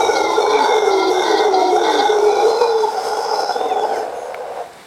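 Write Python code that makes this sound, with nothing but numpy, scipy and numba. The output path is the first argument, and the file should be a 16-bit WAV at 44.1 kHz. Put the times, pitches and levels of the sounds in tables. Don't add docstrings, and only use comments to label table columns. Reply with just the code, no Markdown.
import sys
import numpy as np
from scipy import signal
from scipy.fft import rfft, irfft
from scipy.io import wavfile
from scipy.ndimage import uniform_filter1d
from numba import njit

SR = 44100
rng = np.random.default_rng(int(sys.argv[2]) if len(sys.argv) > 2 else 0)


def magnitude_from_level(level_db):
    exponent = np.asarray(level_db, float) / 20
    return 10 ** exponent


def unload_audio(sound):
    columns = np.transpose(np.atleast_2d(sound))
    steps = np.round(np.clip(columns, -1, 1) * 32767)
    wavfile.write(sys.argv[1], SR, steps.astype(np.int16))


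N = 214582

# start_s, length_s, level_db
HEAVES = [(0.44, 0.46, -29), (1.126, 0.37, -28.5), (1.758, 0.42, -28)]


def level(x, db):
    return x * magnitude_from_level(db) / np.sqrt(np.mean(x ** 2))


def curves(rows):
    s, *columns = np.transpose(rows)
    return [np.interp(np.arange(N) / SR, s, c) for c in columns]


def walk(rate):
    hold = int(SR / rate)
    steps = np.repeat(rng.standard_normal(N // hold + 1), hold)
    return 1.3 * uniform_filter1d(uniform_filter1d(steps, hold), hold)[:N]


def window(t, start, length, edge=0.21):
    return np.clip(np.minimum(t - start, start + length - t) / (edge * length), 0, 1)


@njit
def svf(x, hz, width):
    y, b, l = np.empty(len(x)), 0., 0.
    for i in range(len(x)):
        g, k = np.tan(np.pi * hz[i] / SR), width[i] / hz[i]
        v = (b + g * (x[i] - l)) / (1 + g * (g + k))
        b, l, y[i] = 2 * v - b, l + 2 * g * v, k * v
    return y


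def ring(x, hz, width, skirt=6.0):
    hz = hz + np.zeros(len(x))
    width = np.maximum(width, 10) + np.zeros(len(x))
    return level(svf(svf(x, hz, width), hz, skirt * width), 0)


def core(hz, waver_hz):
    return np.sqrt(2) * np.sin(2 * np.pi * np.cumsum(hz + waver_hz) / SR)


def colour(x, points):
    hz, db = np.transpose(points)
    bins = np.maximum(np.fft.rfftfreq(N, 1 / SR), 1)
    gain = magnitude_from_level(np.interp(np.log(bins), np.log(hz), db))
    return level(irfft(rfft(x) * gain, N), 0)


@njit
def fire(hz, stretch, size):
    pulses, p, k = np.zeros(len(hz) + 1), 0., 0
    for i in range(len(hz)):
        step = hz[i] * stretch[k] / SR
        p += step
        if p >= 1:
            p, k = p - 1, k + 1
            pulses[i] += size[k] * p / step
            pulses[i + 1] += size[k] * (1 - p / step)
    return pulses[:-1]


def folds(hz, jitter, scatter_db, noise_db, flutter_db):
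    chance = rng.standard_normal((N // 40, 2)).T
    pulses = fire(hz + np.zeros(N), np.exp(jitter * chance[0]), magnitude_from_level(scatter_db * chance[1]))
    turbulence = level(rng.standard_normal(N), noise_db)
    return (level(pulses, 0) + turbulence) * magnitude_from_level(flutter_db * walk(18))


def heaving(t):
    return sum(window(t, s, length, edge=0.055) for s, length, db in HEAVES)


def syllables(rows, t, edge):
    current = np.maximum(np.searchsorted([r[0] for r in rows], t) - 1, 0)
    s, length, first_hz, last_hz, db = np.transpose(rows)[:, current]
    along = np.clip((t - s) / length, 0, 1)
    return window(t, s, length, edge), along, first_hz + (last_hz - first_hz) * along, db


def forest_hiss():
    # frequency_hz, density_db (dB per Hz)
    forest_points = [(88, -51), (150, -0.5), (473, 7), (2290, -0.5), (2420, -4), (3250, -8.5), (3510, -3.5),
                     (6410, -13), (8100, -10), (15700, -24.5)]
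    return magnitude_from_level(-38.5 + 1.5 * walk(12)) * colour(rng.standard_normal(N), forest_points)


def wind():
    gust_db = 12.5 * np.exp(-np.arange(N) / SR / 0.85)
    return magnitude_from_level(-57 + gust_db + 1.5 * walk(4)) * ring(rng.standard_normal(N), 82.0, 135.0, skirt=1.8)


def neighbours(t):
    # start_s, length_s, first_hz, last_hz, level_db
    bird_notes = [(3.675, .05, 2200, 1750, -39), (3.69, .065, 2850, 2150, -37),
                  (3.912, .085, 2500, 1550, -34), (3.97, .04, 2600, 2200, -41),
                  (4.02, .04, 1780, 1700, -42), (4.54, .07, 1450, 1080, -44)]
    # start_s, length_s, centre_hz, width_hz, level_db
    insect_buzz = [(3.725, .018, 6700, 400, -47), (3.75, .06, 7300, 250, -50), (3.77, .08, 6780, 250, -50),
                   (4.12, .2, 6450, 300, -48), (4.125, .2, 9950, 400, -53)]
    # start_s, level_db, brightness_hz
    twig_ticks = [(1.3795, -32, 9100), (4.345, -16, 2250), (4.7336, -38, 8080)]
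    out = np.zeros(N)
    for s, length, first_hz, last_hz, db in bird_notes:
        hz = np.interp(t, [s, s + length], [first_hz, last_hz])
        envelope = magnitude_from_level(db) * window(t, s, length, edge=.3) * magnitude_from_level(2.5 * walk(120))
        out += envelope * np.sin(2 * np.pi * np.cumsum(hz + 30 * walk(200)) / SR)
    for s, length, hz, width, db in insect_buzz:
        out += magnitude_from_level(db) * window(t, s, length) * ring(rng.standard_normal(N), hz, width)
    age = np.arange(400) / SR
    for s, db, hz in twig_ticks:
        modes = np.cos(2 * np.pi * hz * age) - np.cos(2 * np.pi * .62 * hz * age)
        snap = np.exp(-age / .002) * (modes + .1 * rng.standard_normal(400))
        snap += .6 * np.exp(-age / .0015) * uniform_filter1d(rng.standard_normal(400), size=6)
        out[int(s * SR):int(s * SR) + 400] += magnitude_from_level(db) * snap
    return out


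def trees(x):
    t60_s = 0.45
    age = np.arange(int(t60_s * SR)) / SR
    dull = uniform_filter1d(rng.standard_normal(len(age)), size=3)
    tail = dull * magnitude_from_level(-60 * age / t60_s) * (age > .012)
    return x + magnitude_from_level(-12.5) * signal.fftconvolve(x, tail / np.linalg.norm(tail))[:N]


def barks(t):
    # start_s, length_s, first_pulse_hz, last_pulse_hz, level_db
    bark_rows = [(.115, 0.27, 320, 334, -38), (.48, 0.17, 316.4, 262, -41), (.893, .22, 335.5, 330, -36.5),
                 (1.228, 0.19, 339.4, 322, -35), (1.505, 0.212, 317.4, 324, -36.5),
                 (1.825, 0.21, 348, 272, -35)]
    # centre_hz, width_hz, relative_db
    bark_modes = [(4144, 390, 2), (4640, 470, 1), (3300, 66, -3)]
    gate, along, hz, db = syllables(bark_rows, t, edge=0.09)
    heave = heaving(t)
    place = np.where(heave > .5, 0.835, 0.19)
    accent_db = np.where(heave > .5, 6.5, 9.1)
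    accent = np.exp(-((along - place) / 0.065) ** 2)
    source = folds(hz, jitter=.025, scatter_db=2., noise_db=-2., flutter_db=2.)
    clear = folds(hz, jitter=.003, scatter_db=1., noise_db=-20., flutter_db=1.)
    locked = accent * (0.69 + 0.46 * heave)
    mouth = (1 - 0.8 * locked) * source + magnitude_from_level(3.5) * locked * clear
    bright = sum(magnitude_from_level(mode_db) * ring(mouth, f, w, skirt=0.84) for f, w, mode_db in bark_modes)
    bright *= magnitude_from_level(accent_db * accent + 1.8 * walk(70.5))
    nose = magnitude_from_level(-11.5 + 15.9 * heave) * ring(source, 1935, 54.0)
    first = magnitude_from_level(np.interp(along, [0, 1], [10.5, 10.8])) * ring(source, hz, 49.0)
    third = magnitude_from_level(np.interp(along, [0, 1], [1.5, 4.3])) * ring(source, 3 * hz, 52.0)
    return gate * magnitude_from_level(db) * (bright + nose + first + third)


def hoots(t):
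    # start_s, length_s, first_hz, last_hz, level_db
    hoot_rows = [(.05, 0.38, 406.7, 392, -23), (.81, 0.41, 395, 364.3, -16.5),
                 (1.48, 0.12, 385.7, 374.5, -17), (1.6, 0.24, 369.2, 352, -19),
                 (2.085, .385, 418.5, 414.7, -17), (2.47, 0.12, 461.1, 482, -18.5),
                 (2.59, 0.27, 481.8, 426.5, -13)]
    gate, along, hz, db = syllables(hoot_rows, t, edge=0.034)
    phase = 2 * np.pi * np.cumsum(hz * (1 + 0.008 * walk(60.02))) / SR
    octave_db = -0.4 - 6 * np.abs(2 * hz - 709) / 38
    note = np.sin(phase) + magnitude_from_level(octave_db) * np.sin(2 * phase)
    return np.sqrt(2) * gate * magnitude_from_level(db + 1.54 * walk(45.25)) * note


def throbbing(t):
    # time_s, peak_db
    throbs = [(3.335, 4), (3.39, 4), (3.44, 4), (3.495, 4), (3.512, 3), (3.562, 2), (3.61, 3), (3.663, 3),
              (3.718, 3), (3.775, 3), (3.845, 4), (3.922, 3), (3.972, 3)]
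    # time_s, dip_db
    growl_dips = [(3.27, 0), (3.33, -4), (3.55, -7), (3.8, -6), (3.95, -3), (4.02, 0)]
    dip_db = curves(growl_dips)[0]
    gaps_s = np.gradient(np.transpose(throbs)[0])
    throb_db = dip_db
    for (s, db), gap_s in zip(throbs, gaps_s):
        throb_db = throb_db + (db - dip_db) * np.exp(-((t - s) / (0.51 * gap_s)) ** 2 * 2)
    return throb_db


def deep_cavities(t, source, growl, centres_hz, levels_db):
    # time_s, peak_db
    swell_rows = ([(.04, -13), (.096, -9), (.385, -9), (.45, -20), (.49, -12), (.557, -13.5), (.721, -14),
                  (.821, -12), (.873, -13.5), (1.117, -11), (1.249, -22), (1.306, -26), (1.349, -11),
                  (1.403, -13), (1.46, -11), (1.735, -11), (1.819, -14), (1.864, -19), (2.102, -8.5),
                  (2.207, -29), (2.278, -12.5), (2.355, -15), (2.418, -18), (2.475, -9), (3.144, -21.5),
                  (3.19, -21), (3.565, -19), (3.615, -25), (3.665, -26), (4.612, -30)], [(.024, -34),
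                  (.065, -32), (.187, -20), (.447, -16), (.484, -21), (.61, -14), (.647, -26), (.695, -21),
                  (.94, -19.5), (1.343, -20), (1.456, -21), (1.544, -16), (1.632, -15.5), (1.784, -13),
                  (1.912, -13), (1.999, -12.5), (2.063, -11.5), (2.31, -14), (2.4, -13.5), (2.64, -16),
                  (2.846, -11), (2.891, -14), (2.983, -15.5), (3.133, -13), (3.214, -21), (3.512, -26),
                  (3.61, -23), (3.663, -22), (3.72, -23), (3.775, -22), (3.922, -26), (4.575, -30),
                  (4.612, -26)])
    widths_hz = (46, 89.9)
    spent = np.interp(t, (3.95, 4.15), [0, 1])
    wider = 1.35 ** spent
    (chamber_hz, throat_hz), (chamber_db, throat_db) = centres_hz, levels_db
    low = magnitude_from_level(chamber_db) * ring(source, chamber_hz, wider * widths_hz[0])
    low -= magnitude_from_level(throat_db) * ring(source, throat_hz, wider * widths_hz[1], skirt=6.8)
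    for hz, db, width, swells in zip(centres_hz, levels_db, widths_hz, swell_rows):
        swell = sum(magnitude_from_level(peak_db) * np.exp(-((t - s) / .013) ** 2) for s, peak_db in swells)
        steady = (1 - .55 * spent) * magnitude_from_level(db - 5) * growl
        waver_hz = .45 * width * (.8 * walk(70) + .5 * walk(20))
        low += np.hypot(steady, swell) * core(hz, waver_hz)
    chest = ring(source, 370.0, 181.0, skirt=4.28)
    return low + magnitude_from_level(throat_db - 14.5) * window(t, 3.364, 0.88) * chest


def wide_breath(t, source, tired, levels_db, opening_db):
    # frequency_hz, density_db (dB per Hz)
    fresh_points = [(88, -77), (150, -21), (268, -9.5), (400, 1.5), (561, 0), (812, 1.5), (1650, -42),
                    (2130, -18), (2750, -32.5), (3620, -16), (4550, -28), (5500, -28.5), (7000, -23),
                    (9100, -62), (15400, -120)]
    # frequency_hz, density_db (dB per Hz)
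    tired_points = [(110, -48), (180, -19), (269, -8.5), (410, 0.5), (584, 13), (775, 3), (1210, -48),
                    (1530, -18), (3000, -15.5), (3900, -69.5), (6600, -120)]
    chamber_db, throat_db = levels_db
    breath = (1 - tired) * colour(source, fresh_points) + tired * magnitude_from_level(-1.5) * colour(source, tired_points)
    breath *= magnitude_from_level(-7.5) * np.hypot(magnitude_from_level(chamber_db), magnitude_from_level(throat_db))
    stages_s = [2.1, 2.3, 3.4, 4.2]
    heave = heaving(t)
    third_hz = np.interp(t, stages_s, [1416, 1424, 1424, 1540]) + 64 * heave
    third_width_hz = np.interp(t, stages_s, [55.0, 94.0, 90, 129]) + 70 * heave
    over_effort_db = np.interp(t, stages_s, [-3.5, -3.5, -5.5, -4])
    third_db = throat_db + over_effort_db + 0.66 * opening_db + 0.85 * walk(14)
    return breath + magnitude_from_level(third_db) * ring(source, third_hz, third_width_hz)


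def wide_mouth(t, source):
    high = np.zeros(N)
    for s, length, db in HEAVES:
        hz = np.interp(t, [s, s + length], (3623, 3566))
        high += window(t, s, length, edge=0.17) * magnitude_from_level(db) * ring(source, hz, 135, skirt=9.2)
    return high


def gliding_lines(t, source):
    # start_s, length_s, first_hz, last_hz, level_db
    line_rows = [(0, .35, 2318, 2028, -30), (.004, 0.082, 3844, 3720, -31), (.071, .2, 1468, 1378, -28),
                 (0.118, 0.36, 3820, 3560, -34.5), (.134, .13, 534.3, 533, -25), (.2, .16, 821, 848, -20.5),
                 (0.277, 0.076, 1032, 1024, -20.5), (.356, .05, 1398, 1380, -28.5),
                 (.394, 0.29, 4300, 3870, -36), (.395, 0.37, 2285, 2120, -34.5),
                 (0.45, 0.085, 1026, 1027, -25), (0.515, 0.18, 902, 878, -21.5),
                 (.53, 0.062, 2300, 2280, -23.5), (0.599, 0.074, 4560, 4600, -33),
                 (.68, 0.39, 2150, 2095, -31.5), (0.865, 0.221, 1380, 1377, -30.5),
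                 (0.879, .35, 3700, 3522, -35), (0.971, 0.071, 962, 979, -23.5),
                 (1.08, 0.28, 2114, 2127, -34), (1.22, .24, 1520, 1480, -35.5),
                 (1.288, 0.18, 1860, 1900, -38), (1.345, 0.084, 951, 960, -30),
                 (1.359, .15, 2135, 2060, -35), (1.495, 0.33, 757, 706, -19), (1.5, .28, 2060, 2220, -37),
                 (1.508, .32, 1365, 1389, -36), (1.531, 0.2, 929, 956, -27.5),
                 (1.537, 0.27, 3720, 3600, -39.5), (1.627, 0.17, 3298, 3264, -46),
                 (1.749, 0.21, 2300, 2190, -42), (1.828, .32, 2152, 2113, -35), (1.84, .3, 1540, 1478, -36),
                 (2.099, 0.36, 4400, 4360, -46), (2.172, 0.28, 2260, 2330, -42.5),
                 (2.192, 0.27, 3450, 3500, -46), (2.2, 0.31, 5170, 4960, -41),
                 (2.225, 0.24, 2460, 2340, -42.5), (2.271, 0.22, 3946, 3950, -39.5),
                 (2.44, .28, 3480, 3600, -51), (2.46, 0.59, 4950, 4860, -42), (2.471, .25, 4147, 4025, -34),
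                 (2.575, 0.11, 2536, 2410, -41), (2.699, 0.2, 3560, 3410, -42),
                 (2.722, 0.18, 4014, 3980, -44), (2.943, 0.21, 5000, 5040, -47),
                 (2.965, 0.5, 3286, 3415, -51), (3.023, 0.3, 3950, 4030, -54),
                 (3.2, .35, 4980, 5136, -37.5), (3.329, 0.24, 4090, 4052, -42.5),
                 (3.33, 0.19, 5200, 5310, -38), (3.499, .18, 3440, 3635, -41),
                 (3.608, .097, 1030, 1020, -37), (3.651, 0.2, 3600, 3360, -40),
                 (3.751, 0.19, 1521, 1535, -51), (3.807, .075, 5200, 4860, -47),
                 (3.82, .043, 876, 848, -22), (3.86, 0.13, 3323, 3000, -48.5),
                 (3.886, .07, 4380, 4530, -50)]
    lines = np.zeros(N)
    waver = walk(150)
    for s, length, first_hz, last_hz, db in line_rows:
        part = slice(int(s * SR), int((s + length) * SR))
        hz = np.interp(t[part], [s, s + length], [first_hz, last_hz])
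        width = 46.1 * (hz / 2560) ** 1.62
        whistle = magnitude_from_level(-3) * core(hz, .45 * width * waver[part])
        line = ring(source[part], hz, width, skirt=11.0) + whistle
        lines[part] += window(t[part], s, length, edge=0.11) * magnitude_from_level(db) * line
    return lines


def rasp_and_air(t, source, tired, rasp_db, flow):
    # frequency_hz, density_db (dB per Hz)
    air_points = [(3820, -10), (4600, -4.5), (5300, -14), (6500, -6), (7180, -8), (8200, -8.5), (9540, -13),
                  (12100, -16), (13200, -19), (14700, -26), (15700, -36)]
    # centre_hz, width_hz, relative_db
    air_modes = [(6400, 260, -7), (7400, 300, -14), (8200, 300, -10), (9200, 320, -14), (10200, 350, -14),
                 (11000, 350, -19), (12100, 380, -17)]
    rasp_hz, rasp_width_hz = np.where(t > 2.5, 5210, 5625), np.where(t > 2.5, 700, 780)
    rasp = ring(source, rasp_hz, rasp_width_hz, skirt=0.97)
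    rasp += magnitude_from_level(-9.0) * ring(source, 6184, 250.0, skirt=0.37)
    swell = walk(20)
    air = colour(rng.standard_normal(N), air_points)
    for hz, width, db in air_modes:
        mode = ring(source, hz * (1 + .012 * walk(3)), width, skirt=2.5)
        air += magnitude_from_level(db - 2.5 + 3.5 * walk(14)) * mode
    puffs_db = 1.4 * flow + 2.2 * swell + .6 * walk(11)
    air *= magnitude_from_level(-25 + .5 * rasp_db - tired + puffs_db)
    rasp *= magnitude_from_level(-1.5 + rasp_db + 0.48 * flow + 0.82 * swell)
    return rasp + window(t, -0.93, 5.43, edge=0.061) * air


def roar(t):
    # time_s, effort_db, chamber_hz, throat_hz, chamber_coupling_db, mouth_opening_db
    howl_rows = [(0, -15, 420.3, 797.4, -5, -18.5), (.12, -19, 426, 811, -4, -11),
                 (.34, -17, 423, 858.5, -6.5, -17.5), (.42, -19, 438.7, 848.8, 1, -15),
                 (.63, -14.5, 441.6, 887, -8, -17.5), (.84, -19, 435, 813.6, 1, -12),
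                 (1.06, -19.5, 433.2, 778, -16, -15.5), (1.14, -18, 429, 794, -6.5, -15),
                 (1.27, -17.5, 436.5, 837, -2, -14.5), (1.44, -17, 438.9, 801, -2, -17),
                 (1.56, -18.5, 432, 764, -6, -16.5), (1.74, -20, 424.2, 743, -10, -17.5),
                 (1.86, -17, 442.5, 847, 0, -16), (2.08, -20.5, 424, 817.2, -1.5, -13.5),
                 (2.42, -17.5, 421.4, 809.7, 0, -18), (2.62, -19, 476.6, 879.4, -0.5, -14.5),
                 (2.84, -25.5, 440.8, 827, -33, -11.5), (2.92, -25, 456, 798.5, -5.5, -11.5),
                 (3.3, -19.5, 447.6, 830.2, -4.5, -11.5), (3.5, -21, 454.3, 777.6, -8, -10.5),
                 (3.64, -20, 454, 752.4, -5.5, -25), (3.85, -21.5, 456, 802, -3, -20),
                 (3.98, -22, 426.3, 758, -5.5, -15.5), (4.09, -26.5, 467, 690, -9.5, -30),
                 (4.3, -29, 485, 729, -0.5, -25), (4.525, -29, 489, 734, -4, -27),
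                 (4.545, -32, 482, 722, -2, -36), (4.56, -26.5, 480.5, 726, -13, -30),
                 (4.618, -26, 485.6, 715, -8, -27), (4.632, -38, 476, 741, -5, -29),
                 (4.83, -64, 460, 755, 0, -24)]
    throat_db, chamber_hz, throat_hz, coupling_db, opening_db = curves(howl_rows)
    chamber_db = throat_db + coupling_db + 1.4 * walk(8.48)
    centres_hz, levels_db = (chamber_hz, throat_hz), (chamber_db, throat_db)
    tired = np.interp(t, (2.9, 3.5), [0, 1])
    source = folds(230, jitter=.45, scatter_db=3.0, noise_db=2.5, flutter_db=.5 - .1 * tired)
    growl = magnitude_from_level(2.5 * np.sin(2 * np.pi * np.cumsum(62 * (1 + .25 * walk(15))) / SR))
    source = source * growl
    flow = .7 * walk(25) + .7 * walk(55)
    throb_db = throbbing(t)
    low = deep_cavities(t, source, growl, centres_hz, levels_db) * magnitude_from_level(throb_db + 0.4 * flow)
    breath = wide_breath(t, source, tired, levels_db, opening_db) * magnitude_from_level(.75 * throb_db + flow)
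    high = (wide_mouth(t, source) + gliding_lines(t, source)) * magnitude_from_level(flow)
    return low + breath + high + rasp_and_air(t, source, tired, throat_db + opening_db, flow)


def scene():
    t = np.arange(N) / SR
    calls = trees(roar(t) + hoots(t) + barks(t))
    return (calls + neighbours(t) + forest_hiss() + wind())[None]


def roll_off(x):
    return signal.sosfilt(signal.butter(12, 16130, fs=SR, output="sos"), x)


def record(dry):
    mix = np.tanh(0.56 * dry) / 0.76
    return roll_off(mix)


dry = scene()
out = record(dry)
unload_audio(out)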